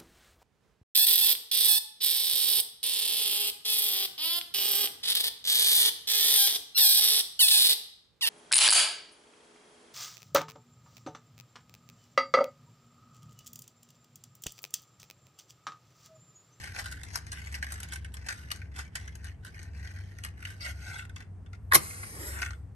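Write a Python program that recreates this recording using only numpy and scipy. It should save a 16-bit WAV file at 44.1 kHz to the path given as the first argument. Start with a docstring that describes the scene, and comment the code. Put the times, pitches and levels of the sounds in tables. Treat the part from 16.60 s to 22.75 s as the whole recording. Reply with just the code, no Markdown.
"""In a room where ventilation hums, fingers rummage in a cardboard matchbox, a little to the right over a bench.
The sticks rustle and click: shaped noise rings the wood and the card. Then the drawer is pushed shut in fine jerks.
One match scrapes over the striker, catches with a sharp burst and flares for most of a second:
noise and random grains make its hiss, crackle and rush, and wavering tones over steady noise make the hum."""
import sys
import numpy as np
from scipy import signal
from scipy.fft import rfft, irfft, next_fast_len
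from scipy.io import wavfile
from scipy.ndimage import uniform_filter1d, map_coordinates

SR = 44100
rng = np.random.default_rng(int(sys.argv[2]) if len(sys.argv) > 2 else 0)


def master_out(mix):
    """Clip the mix to full scale and print it as 16-bit PCM to the path in sys.argv[1]."""
    frames = np.transpose(np.atleast_2d(mix))
    ceiling = np.clip(frames, -1, 1)
    pcm = np.round(ceiling * 32767).astype(np.int16)
    wavfile.write(sys.argv[1], SR, pcm)


N = 271215
TIME_S = np.arange(N) / SR

# Levels in the tables are relative: the functions may add mixing gains.
# A t60 is the time a sound takes to fade by 60 dB.

# Sticks knocking on each other or on the box; hard knocks tick, soft ones ring the box:
# time_s, level_db, hardness_db
CLICKS = [(0.075, -46.5, -13), (0.163, -41, -9), (0.188, -38, -4), (0.197, -41, -1), (0.242, -45, 2),
          (0.2586, -41, -7), (0.314, -47, 10), (0.3238, -38, -4), (0.434, -41, 1), (0.545, -45.5, 2),
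          (0.5572, -30, 5), (0.5734, -44, 12), (0.6674, -49.5, -4), (0.7191, -37, 0), (0.729, -41.5, 5),
          (0.7728, -49, -10), (0.8704, -44.5, -12), (0.9248, -47, -1), (0.9429, -37.5, -11),
          (0.952, -41, 6), (0.961, -48, -4), (1.027, -37, -6.5), (1.0437, -43, -4), (1.067, -45.5, -3),
          (1.1218, -40.5, 16), (1.1401, -44, 10), (1.2025, -40.5, 2), (1.232, -38, -2), (1.287, -48, 0),
          (1.323, -38, -6), (1.3348, -38, 15), (1.3588, -41.5, 5), (1.447, -45.5, -8), (1.541, -42.5, 7),
          (1.569, -46.5, -6), (1.664, -44, 4), (1.687, -30, -3.5), (1.725, -40, -1), (1.904, -46, -11),
          (1.9153, -31.5, 3.5), (1.9606, -49, 6), (2.0175, -55, -18), (2.1926, -45.5, -19),
          (2.3549, -29.5, 0), (2.4777, -46.5, -12), (2.554, -48, 5.5), (2.644, -49, 11), (2.849, -47, 0),
          (2.945, -54, -9), (3.03, -52, 10), (3.274, -49.5, -19), (3.586, -48, -4), (3.6374, -39, -2),
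          (3.6487, -38, 0), (3.826, -50.5, -20), (3.8517, -40, -12), (3.903, -48, -4), (4.007, -51, -10),
          (4.063, -39, -14.5), (4.11, -45, -1), (4.3926, -46, -15), (4.4213, -54.5, -20),
          (4.4516, -52.5, -10), (4.495, -52.5, -15), (4.562, -43, -13.5), (4.605, -48.5, -15.5),
          (4.6233, -58, -15), (4.862, -63.5, -22), (4.9318, -53.5, -11), (5.7894, -44, -11),
          (5.818, -36.5, -7), (5.829, -36.5, -15), (5.8499, -44, -16), (5.8624, -43, -10),
          (5.907, -46.5, -8), (5.9333, -57, -26)]
# Finger strokes that slide the sticks over each other: peak_time_s, level_db, t60_s
STROKES = [(0.02, -47.5, 0.53), (0.191, -38.5, 0.23), (0.265, -47, 0.2), (0.554, -45.5, 0.29),
           (0.78, -51, 1.2), (0.935, -55.5, 0.46), (1.125, -46.5, 0.35), (1.239, -46, 0.13),
           (1.332, -44.5, 0.2), (1.702, -43, 0.29), (1.82, -55, 0.76), (1.929, -53.5, 0.41),
           (2.189, -40.5, 0.23), (2.4, -53, 0.52), (2.659, -48, 0.18), (2.868, -48, 0.14),
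           (2.998, -55, 0.37), (3.27, -56.5, 1.96), (3.659, -48.5, 0.17), (3.87, -51.5, 0.62),
           (4.584, -58, 0.18), (4.949, -57.5, 0.058)]
STROKE_RISE = 0.12  # rise time of a stroke as a share of its t60
# Between strokes the fingers keep moving, ever more gently
SEARCH_END_S, SEARCH_DB, CALM_DB_PER_S = 4.0, -53.5, 9
# Moments when the fingers pause: time_s
RESTS = [0.64, 2.102, 2.31, 2.781, 3.11, 3.733]
REST_S, REST_DB = 0.036, -10.5  # half length and level drop of a pause
# Colour of the wooden sticks: pitch_hz, level_db_per_hz
STICKS = [(200, -31), (650, -1.5), (1200, 2.5), (2800, -6.5), (4500, 2.5), (6500, 2.5), (9000, -6.5),
          (12000, -26), (13500, -37)]
# Colour of the hard edge of a stick: pitch_hz, level_db_per_hz
TICK = [(3000, -19.5), (6500, -2.5), (8500, -1.5), (10000, 3.5), (11700, -4.5), (13200, -36.5),
        (16000, -43)]
# Resonances of the open cardboard box: pitch_hz, width_hz, level_db
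BOX = [(1558, 188, 2.5), (1966, 270, 7), (2924, 386, -7)]
# The same box once closed: pitch_hz, width_hz, level_db
SHUT_BOX = [(1405, 130, 3), (2110, 180, -2), (2660, 120, -4), (3490, 150, -8)]
SHUT_S = 4.36  # the drawer is nearly home
# The box wall flexing under a firm finger: pitch_hz, width_hz, level_db
WALL = [(700, 520, 0)]
# Pushes that close the drawer: start_s, length_s, level_db, peak_place (0 to 1)
PUSHES = [(3.996, 0.14, -42.5, 0.44), (4.063, 0.39, -47.5, 0.7)]
# Colour of the sliding drawer: pitch_hz, level_db_per_hz
DRAWER = [(290, -45), (500, -15), (740, -6), (1200, -16), (1440, 3), (1750, -15), (2100, 4), (2380, -9),
          (2740, -4), (3110, -10), (4790, -9), (11700, -15.5), (14000, -69)]
# Air resonance of the closing box: time_s, pitch_hz, level_db
SLEEVE = [(4, 2170, -49.5), (4.068, 2038, -37.5), (4.13, 1886, -69), (4.23, 1562, -63), (4.33, 1437, -48),
          (4.42, 1400, -53), (4.461, 1420, -74)]
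# Fingers rubbing on the shut box: time_s, level_db
GRIP = [(5.68, -62), (5.75, -50.5), (5.83, -47.5), (5.9, -50), (5.95, -73)]
# The drawer breaks loose
SQUEAK_S, SQUEAK_LENGTH_S, SQUEAK_DB, SQUEAK_HZ, SQUEAK_WIDTH_HZ = 4.004, 0.079, -42.5, 4950, 650

# The match head on the striker: time_s, level_db, rise_s, t60_s, burning_share (0 to 1)
STRIKE = [(5.117, -26, 0.0015, 0.02, 0), (5.122, -15, 0.0012, 0.016, 0.02),
          (5.135, -16.5, 0.0013, 0.03, 0.5), (5.147, -11, 0.0021, 0.015, 0.93),
          (5.151, -14, 0.00053, 0.078, 0.96), (5.1524, -8.5, 0.0003, 0.0071, 1)]
# Colour of the scrape: pitch_hz, level_db_per_hz
STRIKER = [(240, -38.5), (400, -15), (715, -16.5), (1000, 7.5), (1200, 9), (2090, 4), (3020, -12),
           (3670, -6), (6180, -29), (11000, -12), (14000, -66.5)]
# Colour of the burst as the head catches: pitch_hz, level_db_per_hz
IGNITION = [(150, -17.5), (360, 1), (800, 3), (1150, 5.5), (1500, -8.5), (2100, 4), (3000, -5), (5500, 1),
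            (8000, -2.5), (9300, 3.5), (11200, 9.5), (13000, -15), (16000, -30)]
# Colour of the expanding gas: pitch_hz, level_db_per_hz
PUFF = [(45, -18), (140, -1), (400, 0.5), (1200, -28.5)]
# The head flares in two surges: peak_time_s, hiss_db, flame_db, rise_s, t60_s
SURGES = [(5.22, -43.5, -58, 0.024, 2.4), (5.67, -43.5, -48, 0.12, 1.15)]
BURNOUT_S, BURNOUT_T60_S = 5.82, 0.54  # the head is spent and the flare dies
# Colour of the gas hiss: pitch_hz, level_db_per_hz
HISS = [(1000, -4.5), (3500, -4.5), (5200, 4), (7000, 3), (9000, 4), (11200, 10.5), (12500, -4.5),
        (13500, -44.5), (16000, -57.5)]
# The hiss sinks as the flame spreads over the head: time_s, centre_hz
JET = [(5.2, 10780), (5.45, 10300), (5.601, 8340), (5.85, 8340)]
# Colour of the rushing flame: pitch_hz, level_db_per_hz
FLAME = [(120, -10), (290, 1.5), (500, 1.5), (750, -7), (1200, -8), (3000, -32)]
# The head crackling: time_s, level_db
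SPUTTER = [(5.2, -55), (5.43, -52), (5.52, -56), (5.65, -48.5), (5.8, -49), (5.96, -80)]
# Larger crumbs of the head bursting: time_s, level_db
POPS = [(5.262, -54), (5.308, -48), (5.432, -40.5)]
# Colour of the crackle: pitch_hz, level_db_per_hz
CRACKLE = [(600, -8.5), (1000, 3), (2100, 10.5), (2700, -5), (3500, -12), (9000, -28)]

# Fan and mains tones: pitch_hz, level_db, width_hz
HUM = [(69.9, -46.5, 2.5), (93.9, -49, 5), (156.3, -64, 5), (201.6, -69, 0)]
# Colour of the duct rumble: pitch_hz, level_db_per_hz
DUCT = [(20, -37.5), (32, -16.5), (54, -2.5), (77, -3), (102, -0.5), (129, -9), (162, -12), (269, -23.5),
        (301, -26), (500, -91.5)]
# Colour of the faint air noise: pitch_hz, level_db_per_hz
AIR = [(150, -9), (250, -5.5), (448, -9), (569, -16), (687, -14), (1150, -20), (1820, -24), (3880, -41),
       (10100, -36), (15000, -60)]
# Quick reflections from the bench: pitch_hz, t60_s
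BENCH = [(300, 0.048), (2000, 0.044), (10000, 0.031)]
# Echo of the room: pitch_hz, t60_s
ROOM = [(200, 0.38), (1500, 0.29), (5000, 0.21), (12000, 0.11)]
# How the microphones differ in colour: pitch_hz, left_minus_right_db
TILT = [(100, 1), (300, 2.5), (750, -4), (1300, 0), (2400, 0.5), (4800, 5), (8000, 0.5), (14000, -0.5)]
# In the treble the microphones agree at this pitch, and again after each turn
PORT_HZ, PORT_TURN_HZ = 8366, 3460
TOP_HZ = 15900  # upper limit of the sound


def stirring():
    """How fast the sticks slide: strokes swell and settle over a light search that calms down, with short rests."""
    search = amp(SEARCH_DB - CALM_DB_PER_S * TIME_S) * (TIME_S < SEARCH_END_S)
    pauses = sum(np.exp(-((TIME_S - s) / REST_S) ** 2) for s in RESTS)
    power = search ** 2
    for s, db, t60 in STROKES:
        power += (amp(db) * blow(s, STROKE_RISE * t60, t60)) ** 2
    return amp(REST_DB * pauses) * np.sqrt(power)


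def light_knocks(stir, count=24, over_db=-5, scatter_db=-0.5, hardness_db=-5):
    """Loose sticks tumble at random while stirred: rows of time_s, level_db, hardness_db."""
    times = (np.arange(count) + rng.random(count)) * SEARCH_END_S / count
    stir_db = 20 * np.log10(stir[(times * SR).astype(int)] + 1e-9)
    knock_db = stir_db + over_db + scatter_db * rng.standard_normal(count)
    return [(s, db, hardness_db) for s, db in zip(times, knock_db)]


def clicks(stir, swell=0.00078, t60=0.015, settle_db=-17, stick_db=3.5, ring_db=4, tick_db=3.0):
    """A stick snaps against another and its neighbours chatter; the box rings along, less so on hard contact."""
    t = np.arange(-SR // 16, SR // 8) / SR
    settle = (t > 0) * amp(-60 * abs(t) / 0.12)
    snap = np.exp(np.minimum(t / swell, -np.log(1000) * t / t60))
    wood, card, edge = np.zeros((3, N + SR))
    for s, db, hardness_db in light_knocks(stir) + CLICKS:
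        chatter = unit(rng.standard_normal(len(t)) ** 5)  # the fifth power leaves sparse spikes
        knock = amp(db) * (snap * rng.standard_normal(len(t)) + amp(settle_db) * settle * chatter)
        at = round(s * SR) + np.round(t * SR).astype(int)
        wood[at] += amp(stick_db) * knock
        card[at] += amp(ring_db - hardness_db / 2) * knock
        edge[at] += amp(tick_db + hardness_db / 2) * knock
    shut = TIME_S > SHUT_S
    ring = open_box(card[:N] * ~shut) + box(card[:N] * shut, SHUT_BOX)
    return shifting(coloured(wood[:N], STICKS) + ring + coloured(edge[:N], TICK))


def rummage(stir, stick_db=-2, ring_db=-0.5, tick_db=-7, wall_db=-17, firm_db=-50, hardness=0.16):
    """Sticks rub and tick in clumps; firm stirring is bright and flexes the wall, gentle leaves mostly the box."""
    force = stir / amp(firm_db) + 1e-3
    bright = force ** hardness
    clumps = unit(amp(2.5 * wobble(150)))
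    rub = stir * clumps * grains(rate=750, spread_db=3.5, smooth=0.28)
    wood = amp(stick_db) * coloured(rub, STICKS)
    ticks = amp(tick_db) * coloured(rub * bright, TICK)
    ring = amp(ring_db) * open_box(rub / bright)
    wall = amp(wall_db) * box(rub * force, WALL)
    return shifting(wood + ticks + ring + wall)


def drawer(rub_db=1, width_hz=170):
    """Cardboard squeaks loose and slips in jerks; its air rings lower as it closes, then fingers rub the shut box."""
    jerks = unit(amp(1.2 * wobble(130)))
    push = jerks * sum(amp(db) * arch(start, length, peak) for start, length, db, peak in PUSHES)
    rub = coloured(push * grains(rate=2000, spread_db=2, smooth=0.19), DRAWER)
    times, air_hz, air_db = np.transpose(SLEEVE)
    air_tone = narrow(np.interp(TIME_S, times, air_hz), width_hz)
    air = jerks * level_curve(np.c_[times, air_db]) * air_tone
    squeak_push = amp(SQUEAK_DB) * jerks * arch(SQUEAK_S, SQUEAK_LENGTH_S, peak=0.2)
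    squeak = squeak_push * narrow(SQUEAK_HZ, SQUEAK_WIDTH_HZ)
    grip = box(jerks * level_curve(GRIP) * rng.standard_normal(N), SHUT_BOX)
    return amp(rub_db) * shifting(rub) + air + grip + squeak


def arch(start, length, peak):
    """Speed of one push: up from rest and back to rest, fastest at the given share of its length."""
    progress = np.clip((TIME_S - start) / length, 0, 1)
    return np.sin(np.pi * progress ** (np.log(0.5) / np.log(np.clip(peak, 0.1, 0.9))))


def open_box(x, drift=0.075, rate=11):
    """Fingers cover the opening more or less, so the box rings a little higher or lower from knock to knock."""
    cover = np.clip(wobble(rate), -1, 1)
    ring = np.zeros(N)
    for k in (-1, 0, 1):  # crossfade between three tunings
        share = np.sqrt(np.maximum(1 - abs(cover - k), 0))
        ring += box(x * share, np.multiply(BOX, [1 - k * drift, 1, 1]))
    return ring


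def box(x, body):
    """x through the resonances of the cardboard, at unit energy."""
    def modes(f):
        total = 0
        for k, (centre, width, db) in enumerate(body):
            mode = 1j * f * width / (centre * centre - f * f + 1j * f * width)
            total = total + (-1) ** k * amp(db) * mode  # neighbours alternate in sign
        return total

    def response(f):
        ring = modes(f)
        return ring / np.sqrt(np.mean(abs(ring) ** 2))

    return filtered(x, response)


def strike():
    """The head scrapes dully on the box side, then grit ignites and the burst turns broad and bright."""
    scrape, burst = np.zeros(N), np.zeros(N)
    for s, db, rise, t60, burning_share in STRIKE:
        push = amp(db) * blow(s, rise, t60)
        scrape += np.sqrt(1 - burning_share) * push
        burst += np.sqrt(burning_share) * push
    grit = coloured(scrape * rng.standard_normal(N), STRIKER)
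    fire = coloured(burst * grains(rate=7600, spread_db=2.5, smooth=0.54), IGNITION)
    return grit + fire


def puff(at=5.154, db=-25.0, rise=0.0057, t60=0.085):
    """Hot gas pushes the air aside just after the head catches."""
    return coloured(amp(db) * blow(at, rise, t60) * rng.standard_normal(N), PUFF)


def burning():
    """Strength of the gas jet and of the flame: each surge swells and sinks until the head is spent."""
    fuel = amp(-60 * np.maximum(TIME_S - BURNOUT_S, 0) / BURNOUT_T60_S)
    power = np.zeros((2, N))
    for s, hiss_db, flame_db, rise, t60 in SURGES:
        power += (amp([[hiss_db], [flame_db]]) * blow(s, rise, t60)) ** 2
    return fuel * np.sqrt(power)


def flare(hiss_db=-1, flame_db=1.0, jet_db=-3.5, jet_width_hz=1200):
    """Gas jets from the head: a fine hiss with a sinking centre, dense sputter, a few pops and a fluttering rush."""
    jet, flame = burning()
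    jet = jet * amp(0.5 * wobble(63))
    hiss = coloured(jet * grains(rate=10000, spread_db=4.5, smooth=1.0), HISS)
    centre = jet * narrow(np.interp(TIME_S, *np.transpose(JET)), jet_width_hz)
    rush = coloured(flame * amp(1.8 * wobble(30)) * rng.standard_normal(N), FLAME)
    pops = sum(amp(db) * blow(s, rise=0.001, t60=0.044) for s, db in POPS)
    crumbs = (level_curve(SPUTTER) + pops) * grains(rate=2500, spread_db=7.5, smooth=0.57)
    sputter = shifting(coloured(crumbs, CRACKLE))
    return amp(hiss_db) * hiss + amp(jet_db) * centre + amp(flame_db) * rush + sputter


def ventilation(duct_db=-49, air_db=-62):
    """Wavering fan tones and steady mains hum over duct rumble and faint air noise."""
    hum = sum(amp(db) * narrow(hz, width) for hz, db, width in HUM)
    duct = amp(duct_db) * stereo_noise(DUCT, side_db=-13.5)
    air = amp(air_db) * stereo_noise(AIR, side_db=-5.0)
    return hum + duct + air


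def stereo_noise(spectrum, side_db):
    """Steady noise of rms 1, partly unlike in the two channels."""
    mid, side = filtered(rng.standard_normal((2, N)), lambda hz: amp(along(spectrum, hz)))
    return unit(np.array([mid + amp(side_db) * side, mid - amp(side_db) * side]))


def space(x, lag_ms, direct_db, bench_db, room_db, count=5):
    """Sound reaches the right first; the bench answers at once, differently as the hands move, the room later."""
    half_lag = np.array([[-1j], [1j]]) * np.pi * lag_ms / 1e3  # left late, right early
    heard = amp(direct_db) * filtered(x, lambda hz: np.exp(half_lag * hz))
    places = np.array([wobble(6) for _ in range(count)])
    places /= np.linalg.norm(places, axis=0)
    for share in places:
        answer = amp(bench_db) * echoes(BENCH) + amp(room_db) * echoes(ROOM)
        heard = heard + signal.oaconvolve((x * share)[None], answer, axes=1)[:, :N]
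    return heard


def echoes(t60s):
    """A stereo tail of unit energy, each frequency dying at its own speed."""
    hz, t, z = signal.stft(rng.standard_normal((2, SR // 2)), SR, nperseg=128)
    fade = amp(-60 * t / along(t60s, hz)[:, None])
    tail = signal.istft(z * fade, SR, nperseg=128)[1]
    return tail / np.linalg.norm(tail, axis=1, keepdims=True)


def ports(x):
    """In the high treble both microphones carry the same sound, at a phase that turns with pitch."""
    def share(hz):
        return np.interp(hz, [6500, 8000], [0, 1])

    def turned(hz):
        return np.sqrt(share(hz)) * np.exp(2j * np.pi * (hz - PORT_HZ) / PORT_TURN_HZ)

    left, right = x
    own = filtered(right, lambda hz: np.sqrt(1 - share(hz)))
    return np.array([left, own + filtered(left, turned)])


def amp(db):
    """Decibels to gain."""
    return 10 ** (np.asarray(db) / 20)


def unit(x):
    """Scaled to rms 1."""
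    return x / np.sqrt(np.mean(x ** 2) + 1e-20)


def along(points, hz):
    """Read a table of pitch_hz and value on a log pitch axis."""
    f, v = np.transpose(points)
    return np.interp(np.log(hz + 1), np.log(f + 1), v)


def level_curve(rows):
    """One gain per sample from time_s and level_db, silent outside the table."""
    s, db = np.transpose(rows)
    return amp(np.interp(TIME_S, s, db, left=-np.inf, right=-np.inf))


def blow(s, rise, t60):
    """Envelope that swells up to time s and then dies away."""
    t = TIME_S - s
    return np.exp(np.minimum(t / rise, -np.log(1000) * t / t60))


def wobble(rate):
    """A smooth random curve, rate knots a second."""
    knots = rng.standard_normal(int(N * rate / SR) + 4)
    return map_coordinates(knots, [np.arange(N) * rate / SR])


def grains(rate, spread_db, smooth):
    """Tiny contacts of random size, about rate a second, over a smooth rub, rms 1."""
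    sizes = amp(spread_db * np.clip(rng.standard_normal(N), -2, 2)) * rng.choice([-1, 1], N)
    contacts = unit(sizes * (rng.random(N) < rate / SR))
    return unit(contacts + smooth * rng.standard_normal(N))


def narrow(hz, width_hz):
    """A tone of rms 1 whose level and phase waver over the given width."""
    waver = wobble(2 * width_hz) + 1j * wobble(2 * width_hz)
    turns = np.cumsum(hz * np.ones(N)) / SR
    return unit(np.real(waver * np.exp(2j * np.pi * turns)))


def filtered(x, response):
    """x times a complex response of frequency."""
    m = next_fast_len(N + SR // 2)
    return irfft(rfft(x, m) * response(np.fft.rfftfreq(m, 1 / SR)), m)[..., :N]


def coloured(x, spectrum, size=8192):
    """x through a causal filter of unit energy with the given colour."""
    cepstrum = irfft(np.log(amp(along(spectrum, np.fft.rfftfreq(size, 1 / SR)))))
    cepstrum[1:size // 2] *= 2  # fold to one side, so the filter rings only after the sound
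    cepstrum[size // 2 + 1:] = 0
    ring = irfft(np.exp(rfft(cepstrum)))
    return signal.fftconvolve(x, ring / np.linalg.norm(ring))[:N]


def shifting(x, size=256):
    """x with a colour that keeps changing, as the sound comes from one spot after another."""
    z = signal.stft(x, nperseg=size)[2]
    field = uniform_filter1d(rng.standard_normal(z.shape), size=3, axis=0)
    field = uniform_filter1d(field, size=4, axis=1)
    gain = unit(amp(2.6 * unit(field)))
    return signal.istft(z * gain, nperseg=size)[1][:N]


def scene():
    """The box is held to the right, the match nearer the middle, in the humming room."""
    room_db = -15
    stir = stirring()
    box_sound = clicks(stir) + rummage(stir) + drawer()
    matchbox = space(box_sound, lag_ms=0.325, direct_db=-4.5, bench_db=-3.0, room_db=room_db)
    match_sound = strike() + puff() + flare()
    match = space(match_sound, lag_ms=0.28, direct_db=-1.5, bench_db=-2.0, room_db=room_db)
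    return matchbox + match + ventilation()


def record(dry):
    """The two microphones differ in colour and phase; the sound clips at full scale and is band-limited."""
    sides = np.array([[0.5], [-0.5]])  # half the difference to each side
    heard = filtered(ports(dry), lambda hz: amp(sides * along(TILT, hz)))
    return filtered(np.clip(heard, -1, 1), lambda hz: 1 / (1 + (hz / TOP_HZ) ** 60))


dry = scene()
out = record(dry)
master_out(out)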